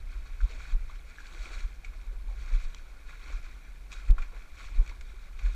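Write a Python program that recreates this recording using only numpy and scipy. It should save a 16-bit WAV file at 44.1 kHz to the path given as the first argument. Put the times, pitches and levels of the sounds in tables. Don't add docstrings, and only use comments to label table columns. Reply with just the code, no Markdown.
import sys
import numpy as np
from scipy import signal
from scipy.fft import rfft, irfft, next_fast_len
from scipy.io import wavfile
from scipy.ndimage import map_coordinates

SR = 44100
rng = np.random.default_rng(int(sys.argv[2]) if len(sys.argv) > 2 else 0)


def generate_wav(sig):
    pcm = np.round(np.clip(np.atleast_2d(sig).T, -1, 1) * 32767).astype(np.int16)
    wavfile.write(sys.argv[1], SR, pcm)


N = 244755

# (time of full push [s], swish level [dB], rise [s], hold [s], fall [s], spray over swish [dB])
STROKES = [(.51, -57, 0.12, 0.19, 0.047, -4), (1.456, -53.5, .24, .15, 0.062, -3),
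           (2.47, -55, 0.11, 0.16, 0.074, -4.5), (3.278, -53, 0.099, 0.041, 0.081, -7),
           (3.927, -56, 0.012, 0.053, 0.082, -4.5), (4.599, -54.5, 0.034, 0.017, 0.16, -3),
           (5.425, -57, 0.027, 0.07, .1, -3.5)]
# (crest time [s], swish level [dB])
LAPS = [(.12, -59.5), (.28, -61.5), (.64, -54), (.91, -58), (1.1, -58.5), (1.25, -59.5), (1.87, -60.5),
        (2.8, -61.5), (3.11, -55.5), (3.46, -55), (3.65, -62), (4.2, -56), (4.38, -58), (4.62, -53.5),
        (4.76, -60), (4.89, -58.5), (5.1, -62), (5.23, -62)]
# (time [s], level [dB])
GURGLES = [(.48, -63), (.57, -60), (.69, -64), (1.36, -60.5), (1.48, -57), (2.15, -64), (2.32, -62),
           (2.5, -63), (2.92, -70), (3.3, -58.5), (4.11, -62), (4.19, -59), (4.35, -59), (4.8, -59.5),
           (4.89, -64.5)]
# (time [s], relative level [dB], fade [s], centre [Hz])
SLAPS = [(0.406, -48, 0.0022, 1460), (.4115, -42, 0.0025, 1420), (0.511, -49.5, 0.0069, 3550),
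         (.721, -50, 0.0061, 1990), (1.845, -45.5, 0.01, 3280), (1.934, -53.5, 0.012, 2000),
         (2.013, -55.5, 0.0072, 3400), (2.7461, -38.5, 0.0017, 4300), (3.091, -48, 0.013, 1780),
         (3.3308, -41.5, 0.0024, 1210), (3.462, -47, 0.0041, 2200), (3.917, -43, 0.0056, 4000),
         (3.926, -43, 0.01, 4130), (4.081, -48, 0.014, 1810), (4.1822, -44, 0.0088, 2200),
         (4.2202, -42, 0.011, 1970), (4.862, -44.5, 0.0031, 2200), (4.876, -42, 0.0033, 2820),
         (4.894, -45, 0.0066, 2390), (5.010, -44.5, 0.0045, 3380), (5.390, -45, 0.009, 2530),
         (5.4603, -44.5, 0.0065, 1720)]
# (time [s], level [dB], pitch [Hz])
PLOPS = [(0.405, -37, 1444), (0.502, -48, 450), (0.897, -41, 1110), (1.1842, -35, 1600), (1.204, -38, 1550),
         (1.269, -43.5, 4270), (1.456, -49.5, 334), (1.836, -52, 706), (1.8467, -38, 2170),
         (1.948, -54, 626), (2.7463, -40.5, 3160), (3.295, -49, 284), (4.1815, -31.5, 1324),
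         (4.183, -36, 1040), (4.332, -50.5, 450), (4.894, -50, 5000), (4.914, -46.5, 930),
         (5.01, -47, 5200), (5.135, -52, 368)]
# (time [s], level [dB], pitch [Hz], rise [s], fall [s])
JOLTS = [(.444, -13, 36.6, 0.011, 0.0055), (.752, -15.5, 27, 0.02, 0.014), (1.421, -30, 36.7, 0.034, 0.021),
         (1.65, -25.5, 33.2, 0.0056, 0.012), (2.085, -27, 35, 0.012, .023),
         (2.283, -25.5, 39.5, 0.031, 0.027), (2.549, -17.5, 31, 0.015, 0.024),
         (2.659, -22.5, 22, .015, .015), (3.351, -31.5, 30.2, 0.048, 0.09), (4.1136, .5, 33, 0.0089, .013),
         (4.2, -21, 22, .025, .025), (4.798, -10.5, 31, 0.011, 0.014), (5.458, -18, 39, 0.0097, 0.034)]
# (time [s], relative level [dB])
SWAY = [(0.0, -40), (0.4, -42.5), (0.82, -39.5), (1.16, -48), (1.37, -47.5), (1.55, -39.5), (2.07, -46.5),
        (2.27, -37.5), (2.44, -37.5), (2.94, -47), (3.46, -41), (3.68, -47.5), (3.94, -48), (4.13, -41),
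        (4.47, -48), (4.76, -38.5), (5.24, -47.5), (5.55, -38)]
# (centre [Hz], width [Hz], boost [dB])
CASE_RESONANCES = [(1120, 145, 7.5), (1434, 265, 12.5), (1693, 170, 7.5), (2086, 320, 6.5),
                   (2407, 446, 15.5), (3505, 610, 6), (3858, 133, 9), (4200, 255, 7.5), (4447, 154, 10.5),
                   (5220, 110, 6), (5790, 300, 6.5), (6750, 680, 4.5), (7800, 560, 3)]
# (frequency [Hz], reverb time [s])
WALL_DECAY = [(200, 0.18), (2000, 0.86), (10000, 0.45)]
# (frequency [Hz], gain [dB])
SWISH_EQ = [(200, -35), (600, -0.5), (1000, -3.5), (1900, 0.5), (2700, -5), (4000, -6), (8000, -32.5)]
SPRAY_EQ = [(1200, -27), (2300, -6), (2950, -2.5), (3400, -2), (5000, -2.5), (6500, -2), (8400, -6),
            (9200, -11.5), (11000, -17), (15000, -26)]
CHURN_EQ = [(80, -11.5), (180, -12.5), (400, -2), (700, 0.5), (1100, -1.5), (2500, -46)]
SLAP_EQ = [(150, -27), (500, 3.5), (1200, 2.5), (4000, -6.5), (7500, -2.5), (10000, -16.5), (15000, -16)]
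# (frequency [Hz], gain [dB])
RUMBLE_EQ = [(6, -10.5), (14, -5), (26, 0), (38, 1), (50, -5), (70, -17), (100, -29.5), (160, -37.5),
             (300, -58), (1000, -100)]
SCUFF_EQ = [(60, -14), (140, -1), (300, -8.5), (800, -16.5), (1300, -13.5), (3000, -43.5)]
CREAK_EQ = [(200, 3), (1000, -2), (3000, 8), (9000, -1), (15000, -9)]
HISS_EQ = [(30, 4.5), (150, 17.5), (500, 9.5), (1500, 3.5), (4000, -3), (9000, -6), (15000, -10)]


def strokes():
    pushes = [amp(db) * swell(s, rise, fall, 0.0097, hold) for s, db, rise, hold, fall, _ in STROKES]
    push = together(pushes)
    thrown = together(amp(spray_db) * level for (*_, spray_db), level in zip(STROKES, pushes))
    lap = together(amp(db) * swell(s, rise=0.028, fall=0.069, shoulder=0.013) for s, db in LAPS)
    gurgle = together(amp(db) * swell(s, rise=0.028, fall=0.022, shoulder=0.033) for s, db in GURGLES)
    ripple = amp(0.83 * wobble(rate=7))
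    surge = wobble(rate=45)
    swish = froth(count=5000, centre_hz=1699, octaves=0.898, cycles=2.8, scatter_db=2, wash=1.9, size=600)
    spray = froth(count=4000, centre_hz=5490, octaves=1.073, cycles=3.4, scatter_db=2.5, wash=1.9, size=260)
    churn = froth(count=900, centre_hz=475.3, octaves=1.11, cycles=3.3, scatter_db=2.5, wash=2.6, size=2400)
    drops = froth(count=300, centre_hz=3400, octaves=1, cycles=2.5, scatter_db=3.5, wash=0.11, size=600)
    swish_level = together([push, lap, amp(-63.5) * ripple]) * amp(0.9 * surge)
    spray_level = together([thrown, amp(-7.5) * lap, amp(-69.5) * ripple]) * amp(1.65 * surge)
    churn_level = together([amp(-14) * push, gurgle, amp(-71.5) * ripple])
    drop_level = amp(-13) * together([push, lap])
    return (swish_level * through_case(swish, SWISH_EQ)
            + spray_level * through_case(spray, SPRAY_EQ)
            + churn_level * through_case(churn, CHURN_EQ)
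            + drop_level * through_case(drops, SLAP_EQ))


def froth(count, centre_hz, octaves, cycles, scatter_db, wash, size):
    when, pitch, strength = rng.random((count, 3)).T[:, :, None]
    hz = np.minimum(centre_hz * 2 ** (octaves * (2 * pitch - 1)), SR / 3)
    t = np.arange(size) / SR
    gain = amp(-scatter_db * np.log(np.maximum(strength, np.exp(-4))))
    grains = gain * bubble(t, hz, cycles / hz, glide=0.021)
    positions = (when * N).astype(int) + np.arange(size)
    cloud = np.bincount(positions.ravel(), grains.ravel(), N)[:N]
    return unit(unit(cloud) + wash * rng.standard_normal(N))


def bubble(t, hz, fade, glide):
    ring = np.sin(2 * np.pi * hz * t * (1 + glide * t / fade))
    return ring * np.exp(-t / fade) * (1 - np.exp(-2 * hz * t))


def slaps():
    out, t = np.zeros(N), np.arange(SR // 8) / SR
    for s, db, fade, centre_hz in SLAPS:
        envelope = np.exp(-t / fade) * (1 - np.exp(-t / 0.00026))
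        hump_db = lambda hz: -12 * np.log10(1 + (np.log2((hz + 1) / centre_hz) / 0.68) ** 2)
        tone_db = lambda hz: hump_db(hz) + along(SLAP_EQ, hz) + case_boost(hz)
        burst = equalise(envelope * rng.standard_normal(len(t)), tone_db)
        burst *= np.linalg.norm(envelope) / np.linalg.norm(burst)
        add(out, s, amp(db + 0.5) * burst)
    return out


def plops():
    out, t = np.zeros(N), np.arange(SR // 8) / SR
    for s, db, hz in PLOPS:
        fade = 0.005 / (hz / 1000) ** 0.68
        add(out, s, amp(db) * bubble(t, hz, fade, glide=0.0213))
    return out


def handling():
    t = np.arange(N) / SR
    out = amp(3.5 + np.interp(t, *np.transpose(SWAY))) * noise(RUMBLE_EQ)
    scuff = noise(SCUFF_EQ)
    for s, db, hz, rise, fall in JOLTS:
        shoulder = 0.018 * np.exp(-amp(db) / 0.36)
        envelope = swell(s, rise, fall, shoulder)
        out += amp(db) * envelope * np.sin(2 * np.pi * hz * (t - s))
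        out += amp(db - 42) * envelope * scuff
    return out


def case_flex():
    t = np.arange(N) / SR
    blip = lambda s, half_width: np.exp(-((t - s) / half_width) ** 2)
    creak = amp(-39.5) * blip(4.1095, half_width=0.003) * noise(CREAK_EQ)
    knock = amp(-13.5) * blip(4.1075, half_width=0.0028)
    return creak - knock


def case_boost(hz):
    return sum(db * 0.5 ** ((2 * (hz - centre) / width) ** 2) for centre, width, db in CASE_RESONANCES)


def through_case(x, eq):
    return unit(equalise(x, lambda hz: along(eq, hz) + case_boost(hz)))


def canyon(x):
    hz, t, bands = signal.stft(rng.standard_normal(SR // 2), SR, nperseg=256)
    decay = amp(-60 * t / along(WALL_DECAY, hz)[:, None])
    tail = signal.istft(bands * decay, SR, nperseg=256)[1]
    delayed = np.pad(x, (SR // 100, 0))
    return signal.fftconvolve(delayed, tail / np.linalg.norm(tail))[:N]


def noise(eq):
    return unit(equalise(rng.standard_normal(N), lambda hz: along(eq, hz)))


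def swell(s, rise, fall, shoulder, hold=0):
    t = np.arange(N) / SR - s
    outside = t - np.clip(t, 0, hold)
    return np.exp(-(np.hypot(outside, shoulder) - shoulder) / np.where(t < 0, rise, fall))


def wobble(rate):
    return map_coordinates(rng.standard_normal(int(N * rate / SR) + 4), [np.arange(N) * rate / SR])


def equalise(x, db_at):
    size = 2 * next_fast_len(len(x) // 2 + SR // 8)
    gain = amp(db_at(np.fft.rfftfreq(size, 1 / SR)))
    cepstrum = irfft(np.log(gain + 1e-6), size)
    cepstrum[1:size // 2] *= 2
    cepstrum[size // 2 + 1:] = 0
    return irfft(rfft(x, size) * np.exp(rfft(cepstrum)), size)[:len(x)]


def along(points, hz):
    frequencies, values = np.transpose(points)
    return np.interp(np.log(hz + 1), np.log(frequencies), values)


def add(track, s, sound):
    start = max(round(s * SR), 0)
    track[start:start + len(sound)] += sound[:len(track) - start]


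def together(levels):
    return np.sqrt(sum(level ** 2 for level in levels))


def amp(db):
    return 10 ** (np.asarray(db) / 20)


def unit(x):
    return x / np.sqrt(np.mean(x ** 2) + 1e-20)


def limiter(x):
    ceiling, attack_s, release_db_per_s = 0.3, 0.002, 120
    over_db = 20 * np.log10(np.maximum(np.abs(x) / ceiling, 1))
    regained_db = release_db_per_s * np.arange(N) / SR
    cut_db = np.maximum.accumulate(over_db + regained_db) - regained_db
    lag = np.exp(-1 / (attack_s * SR))
    return x * amp(-signal.lfilter([1 - lag], [1, -lag], cut_db))


def scene():
    splashes = slaps() + plops()
    water = strokes() + splashes + amp(-14) * canyon(splashes)
    return (water + handling() + case_flex() + amp(-63.5) * noise(HISS_EQ))[None]


def record(dry):
    size = next_fast_len(N + SR // 2)
    passband = np.fft.rfftfreq(size, 1 / SR) < 15350
    return irfft(rfft(limiter(dry[0]), size) * passband, size)[None, :N]


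dry = scene()
out = record(dry)
generate_wav(out)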